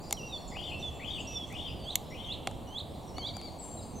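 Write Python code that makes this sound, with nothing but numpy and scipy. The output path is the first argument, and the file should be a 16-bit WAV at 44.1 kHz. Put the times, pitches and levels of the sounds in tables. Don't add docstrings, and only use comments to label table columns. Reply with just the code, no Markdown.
import sys
import numpy as np
from scipy import signal
from scipy.io import wavfile
from scipy.ndimage import uniform_filter1d

SR = 44100
rng = np.random.default_rng(int(sys.argv[2]) if len(sys.argv) > 2 else 0)


def inscribe(sig):
    pcm = np.round(np.clip(np.atleast_2d(sig).T, -1, 1) * 32767)
    wavfile.write(sys.argv[1], SR, pcm.astype(np.int16))


N = 176400

# f/Hz, relative spectral level/dB
RUMBLE_SPECTRUM = [(12, -34), (20, -12), (65, 1.5), (112, -1), (135, -3.5), (251, -5), (412, -10),
                   (754, -9.5), (1150, -19.5), (1600, -43), (2080, -85), (3520, -120)]
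HISS_SPECTRUM = [(900, 8), (1600, 2.5), (2400, 3.5), (3400, 2.5), (4400, 4.5), (5300, -12), (7300, -1.5),
                 (10000, -3.5), (15500, -7.5)]
# f/Hz, coherence
NOISE_COHERENCE = [(30, .6), (70, 0.61), (150, 0.99), (330, 0.67), (700, 0.85), (1400, .45), (3500, 0.79),
                   (5500, 1), (8000, 0.8), (15000, 0.1)]
# f/Hz, pan/dB (pan is always left level minus right)
NOISE_PAN = [(30, -10), (80, -2.5), (170, -1.7), (350, 0), (15000, 0.5)]
# t/s, level of the strongest notes before scattering/dB
TWITTER_LEVELS = [(0, -60.5), (.9, -66), (1.8, -65), (2.4, -75), (4, -64)]
# t/s, length/s, first f/Hz, middle f/Hz, last f/Hz, level/dB, swell/dB
FAR_GLIDES = [(0, 0.16, 4490, 4730, 3800, -59.5, 3), (.128, .2, 5595, 5780, 5680, -56.5, -5.5),
              (.335, 0.13, 4580, 4300, 4400, -58, -12), (.5, 0.22, 5060, 4750, 4950, -64.5, -6),
              (.69, 0.065, 4250, 4270, 4300, -60, -4), (.79, 0.027, 5793, 5900, 5100, -55, 0),
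              (1.08, 0.13, 4830, 4580, 4800, -62.5, 0), (1.67, 0.071, 4840, 4900, 5100, -59.5, -10),
              (1.79, 0.068, 4500, 4650, 4400, -57, 0), (2.098, 0.0814, 5660, 5450, 5500, -65.5, -18),
              (3.075, 0.029, 5870, 5600, 4900, -58.5, 0), (3.765, 0.038, 4290, 3900, 3900, -59, 0),
              (3.806, 0.028, 4300, 5000, 3300, -56.5, 19), (3.95, 0.14, 6350, 5900, 5300, -54, 4)]
WHISTLE_GLIDES = [(.166, 0.065, 3330, 2810, 2700, -50, -4), (0.228, 0.11, 2747, 2730, 2470, -53.5, -16),
                  (.28, 0.054, 3780, 3830, 3680, -54.5, 15), (0.323, 0.0553, 3680, 3530, 3390, -40.5, 3),
                  (0.734, 0.092, 2732, 2680, 2660, -47, -9), (.78, .05, 3480, 3640, 4000, -60, 7),
                  (0.823, 0.079, 3535, 3480, 3340, -39.5, 1.5), (1.246, 0.11, 2800, 2660, 2630, -51.5, 1),
                  (1.268, .115, 5640, 5770, 5470, -47, 4), (1.32, 0.044, 3450, 3620, 3570, -57, 7),
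                  (1.353, .1, 3530, 3430, 3250, -41, -6.5)]
# t/s, length/s, f/Hz, level/dB
FAR_CHIPS = [(0.473, 0.022, 7100, -53), (1.187, 0.037, 7230, -55.5)]
# t/s, lower f/Hz, its level/dB, upper f/Hz, its level/dB
THIN_VOICES = [(3.582, 7900, -60, 9150, -72), (3.606, 7730, -47.5, 9000, -62),
               (3.665, 7530, -51, 8800, -54.5), (3.8, 7530, -52.5, 8750, -57.5),
               (3.87, 7600, -55.5, 8770, -61), (3.94, 7440, -67, 8500, -64)]
# t/s, length/s, top f/Hz, level/dB
ARCH_NOTES = [(3.162, 0.078, 2270, -48), (3.255, 0.064, 2333, -48), (3.334, 0.075, 2370, -49),
              (3.42, 0.077, 2320, -50)]
# t/s of the flick's top, lead-in/s, level/dB, pan/dB
UPSLUR_CALLS = [(1.916, .085, -39.5, -2.5), (2.333, 0.076, -38.5, -3.5), (2.793, .125, -38, -3),
                (3.28, 0.14, -38, -4.6)]
# t/s from the top, f/Hz, relative level/dB
UPSLUR_CONTOUR = [(-.135, 2870, -25), (-.09, 2990, -21.5), (-.05, 3188, -8), (-.018, 3520, -0.5),
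                  (-.007, 3960, 2.5), (0, 4465, -16.5), (.005, 4050, -2.5), (.01, 3160, -5),
                  (.018, 4000, 1)]
# t/s, length/s, reference f/Hz, level/dB, gain of the direct sound/dB, pan/dB
BUZZ_CALLS = [(0.514, .24, 3308, -41, 0, 7), (.992, 0.23, 3434, -39, 0, 7),
              (1.497, .235, 3410, -40.5, -2, 7.5), (2.101, .24, 3372, -41.5, -7, 10)]
# share of its length, f/reference f, relative level/dB
BUZZ_CONTOUR = [(0, .58, -15.5), (.15, .68, -8.5), (0.299, 0.92, -4.5), (0.449, 0.95, -2.5),
                (.59, 1.01, -3.5), (0.721, 0.97, -1.5), (0.851, .82, -5.5), (1, 0.84, -8.5)]
# t/s, level/dB in four rising bands (knock, clack, snap, tick), pan/dB
CAMERA_CONTACTS = [(.1085, -34, -32.5, -29, -36, -1), (.1262, -31.5, -20.5, -16.5, -13, 1.5),
                   (.567, -35, -51, -55, -62, -4.2), (.613, -48, -48, -49, -56, -2),
                   (1.526, -47, -60, -47, -37, -8), (1.9554, -38, -19.5, -15.5, -8, -3.2),
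                   (2.472, -24, -22, -28, -33, -2.4), (2.512, -41, -56, -45.5, -52, 1),
                   (3.182, -30.5, -34, -41, -52, 1), (3.367, -34.5, -45, -35.5, -43, 1),
                   (3.414, -48.5, -41, -45, -55, 0.84)]
# f/Hz, relative level/dB, T60/s
CAMERA_MODES = [(380, -10.5, 0.041), (792, 1, 0.031), (1070, -9.5, 0.022), (1290, -4.5, 0.014),
                (2195, -6.5, 0.015), (2840, -7, 0.0085), (3520, 2, 0.0074), (4270, -7.5, 0.014),
                (6060, -5.5, 0.0095), (7100, 1.5, 0.0099), (8400, -3.5, 0.0057), (9630, -2, 0.0065),
                (11650, -4.5, 0.004), (13500, -8, 0.004)]

EDGE_S = 0.0072


def amp(db):
    return 10 ** (np.asarray(db) / 20)


def unit(x):
    return x / np.sqrt(np.mean(x ** 2) + 1e-20)


def at_frequency(points, hz):
    f, value = np.transpose(points)
    return np.interp(np.log(hz + 1), np.log(f + 1), value)


def add(mix, start_s, sound, pan_db=0):
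    part = mix[:, max(round(start_s * SR), 0):][:, :sound.shape[-1]]
    part += amp([[pan_db / 2], [-pan_db / 2]]) * sound[..., :part.shape[1]]


def wander(t, fastest_hz):
    f = np.geomspace(fastest_hz / 10, fastest_hz, 20)[:, None]
    return np.sin(2 * np.pi * (f * t + rng.random(f.shape))).sum(0) / np.sqrt(10)


def voice(hz, db, harmonics_db=(0,), waver=0.0074, flutter_db=1.5):
    t = np.arange(len(hz)) / SR
    phase = 2 * np.pi * np.cumsum(hz * (1 + waver * wander(t, 201.7))) / SR
    ends = np.sin(np.pi / 2 * np.clip(np.minimum(t, t[-1] - t) / EDGE_S, 0, 1)) ** 2
    tone = sum(amp(h) * np.sin(k * phase) for k, h in enumerate(harmonics_db, 1))
    return np.sqrt(2) * ends * amp(db + flutter_db * wander(t, 89.1)) * tone


def gliding_notes(rows, pan_db, waver):
    out = np.zeros((2, N))
    for start, length, first, middle, last, db, swell_db in rows:
        u = np.arange(0, 1, 1 / (length * SR))
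        hz = np.polyval(np.polyfit([0, .5, 1], [first, middle, last], 2), u)
        add(out, start, voice(hz, db + swell_db * (u - .5), harmonics_db=(0, -30), waver=waver), pan_db)
    return out


def wood(x, wet_db, early_db, dry_db=0, t60_s=1.15, early_s=0.009):
    echoes_per_s, build_up_s, coherence = 2000, 0.024, 0.97
    t = np.arange(SR) / SR
    a, b, c, d = rng.standard_normal((4, SR)) * (rng.random((4, SR)) < echoes_per_s / SR)
    apart = np.sqrt(1 - coherence ** 2)
    tail = np.array([a, coherence * a + apart * b]) * amp(-60 * t / t60_s)
    tail *= np.minimum(t / build_up_s, 1)
    early = np.array([c, coherence * c + apart * d]) * np.exp(-t / early_s)
    echoes = (amp(wet_db) * unit(tail) + amp(early_db) * unit(early)) / np.sqrt(SR)
    return amp(dry_db) * x + signal.fftconvolve(x, echoes, axes=1)[:, :N]


def background(spectrum, level_db, patchy_db):
    frames, hz = N // 512 + 5, np.fft.rfftfreq(2048, 1 / SR)
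    a, b, c, d, patches = rng.standard_normal((frames, len(hz), 5)).T
    patches = unit(uniform_filter1d(uniform_filter1d(patches, size=20, axis=0), size=10, axis=1))
    coherence = at_frequency(NOISE_COHERENCE, hz)[:, None]
    left = a + 1j * b
    right = coherence * left + np.sqrt(1 - coherence ** 2) * (c + 1j * d)
    lean = amp(at_frequency(NOISE_PAN, hz) / 2)[:, None]
    spectra = np.array([left * lean, right / lean])
    spectra *= amp(at_frequency(spectrum, hz)[:, None] + patchy_db * patches)
    return amp(level_db) * unit(signal.istft(spectra, nperseg=2048, noverlap=1536)[1][:, :N])


def twitter(notes_per_s=45, range_hz=(4000, 8580), mean_length_s=0.0346, widest_glide=0.128):
    out = np.zeros((2, N))
    for when, pitch, length, slope, weakness in rng.random((round(notes_per_s * N / SR), 5)):
        start = when * N / SR
        u = np.arange(-1, 1, 2 / (mean_length_s * (.5 + length) * SR))
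        hz = np.interp(pitch, [0, 1], range_hz) * (1 + widest_glide * (slope - .5) * u)
        db = np.interp(start, *np.transpose(TWITTER_LEVELS)) - 8 * weakness
        add(out, start, voice(hz, db, waver=0.014))
    return wood(out, wet_db=1, early_db=0, dry_db=-10, t60_s=0.52, early_s=0.03)


def far_birds():
    out = gliding_notes(FAR_GLIDES, pan_db=0, waver=0.0048)
    for start, length, hz, db in FAR_CHIPS:
        add(out, start, voice(np.full(round(length * SR), hz), db, waver=0.0444))
    return wood(out, wet_db=-2.5, early_db=-2.5, dry_db=-1.5, t60_s=1.0, early_s=0.015)


def camera_clicks(contact_s=0.00046, rattle_gain=0.82, mode_scatter=0.017):
    band_edges_hz = (1600, 5000, 10500)
    out = np.zeros((2, N))
    t = np.arange(SR // 20) / SR
    for start, *bands_db, pan_db in CAMERA_CONTACTS:
        for hz, db, t60 in CAMERA_MODES:
            band_db = bands_db[np.searchsorted(band_edges_hz, hz)]
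            split = min((hz / 9100) ** 4, 3.6)
            rattle = rng.standard_normal(len(t)) + split * rng.standard_normal((2, len(t)))
            contact = (t == 0) + rattle_gain * rattle * t / contact_s * np.exp(-t / contact_s)
            mode_hz = hz * (1 + mode_scatter * rng.standard_normal())
            ring = np.minimum(t * hz, 1) * amp(-60 * t / t60) * np.cos(2 * np.pi * mode_hz * t)
            response = signal.fftconvolve(contact, ring[None], axes=1)[:, :len(t)]
            add(out, start, amp(band_db + db) * unit(response) * np.std(ring), pan_db)
    return wood(out, wet_db=-26, early_db=-17.5, t60_s=0.75, early_s=0.0068)


def thin_whistle():
    out = np.zeros((2, N))
    when, low_hz, low_db, high_hz, high_db = np.transpose(THIN_VOICES)
    t = np.arange(when[0], when[-1], 1 / SR)
    for hz, db in ((low_hz, low_db), (high_hz, high_db)):
        tone = voice(np.interp(t, when, hz), np.interp(t, when, db), waver=.0025)
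        add(out, when[0], tone, pan_db=6.5)
    return wood(out, wet_db=-14, early_db=-7, t60_s=.6)


def arches():
    out = np.zeros((2, N))
    for start, length, top_hz, db in ARCH_NOTES:
        u = np.arange(0, 1, 1 / (length * SR))
        hz = top_hz * (1 - 0.094 * (2 * (u - 0.4)) ** 2)
        add(out, start, voice(hz, db, harmonics_db=(-13, -0.5, -21), waver=0.0017), pan_db=4.5)
    return wood(out, wet_db=-6.5, early_db=-10, t60_s=1.0)


def whistles():
    return wood(gliding_notes(WHISTLE_GLIDES, pan_db=-2.5, waver=0.0045), wet_db=-11.5, early_db=-13)


def upslurs(octave_db=-29):
    out = np.zeros((2, N))
    when, contour_hz, contour_db = np.transpose(UPSLUR_CONTOUR)
    for top, lead, db, pan_db in UPSLUR_CALLS:
        t = np.arange(-lead, when[-1] + EDGE_S / 2, 1 / SR)
        hz = np.interp(t, when, contour_hz)
        fundamental = voice(hz, db + np.interp(t, when, contour_db))
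        octave = voice(2 * hz, db + octave_db)
        add(out, top - lead, fundamental + octave, pan_db)
    return wood(out, wet_db=-10, early_db=-5.5)


def buzzes(trill_hz=71.8, trill_wander=0.13, trill_depth=.075):
    direct, into_wood = np.zeros((2, 2, N))
    share, ratio, contour_db = np.transpose(BUZZ_CONTOUR)
    for start, length, reference_hz, db, direct_db, pan_db in BUZZ_CALLS:
        t = np.arange(0, length, 1 / SR)
        rate_hz = trill_hz * (1 + trill_wander * wander(t, 39.6))
        trill = np.sin(2 * np.pi * np.cumsum(rate_hz) / SR)
        hz = reference_hz * np.interp(t / length, share, ratio) * (1 + trill_depth * trill)
        level_db = db + np.interp(t / length, share, contour_db)
        call = voice(hz, level_db, harmonics_db=(0, -30.5), waver=0.023, flutter_db=2.0)
        add(direct, start, amp(direct_db) * call, pan_db)
        add(into_wood, start, call)
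    echoes = wood(into_wood, wet_db=-6, early_db=-5, t60_s=1.28, early_s=.012) - into_wood
    return direct + echoes


def scene():
    birds = buzzes() + upslurs() + whistles() + arches() + thin_whistle() + far_birds() + twitter()
    clicks = camera_clicks()
    rumble = background(RUMBLE_SPECTRUM, level_db=-43, patchy_db=1.06)
    hiss = background(HISS_SPECTRUM, level_db=-58, patchy_db=.8)
    return rumble + hiss + clicks + birds


def record(dry):
    low_pass = signal.firwin(255, 16100, window=("kaiser", 9), fs=SR)
    return signal.oaconvolve(dry, low_pass[None], "same")


dry = scene()
out = record(dry)
inscribe(out)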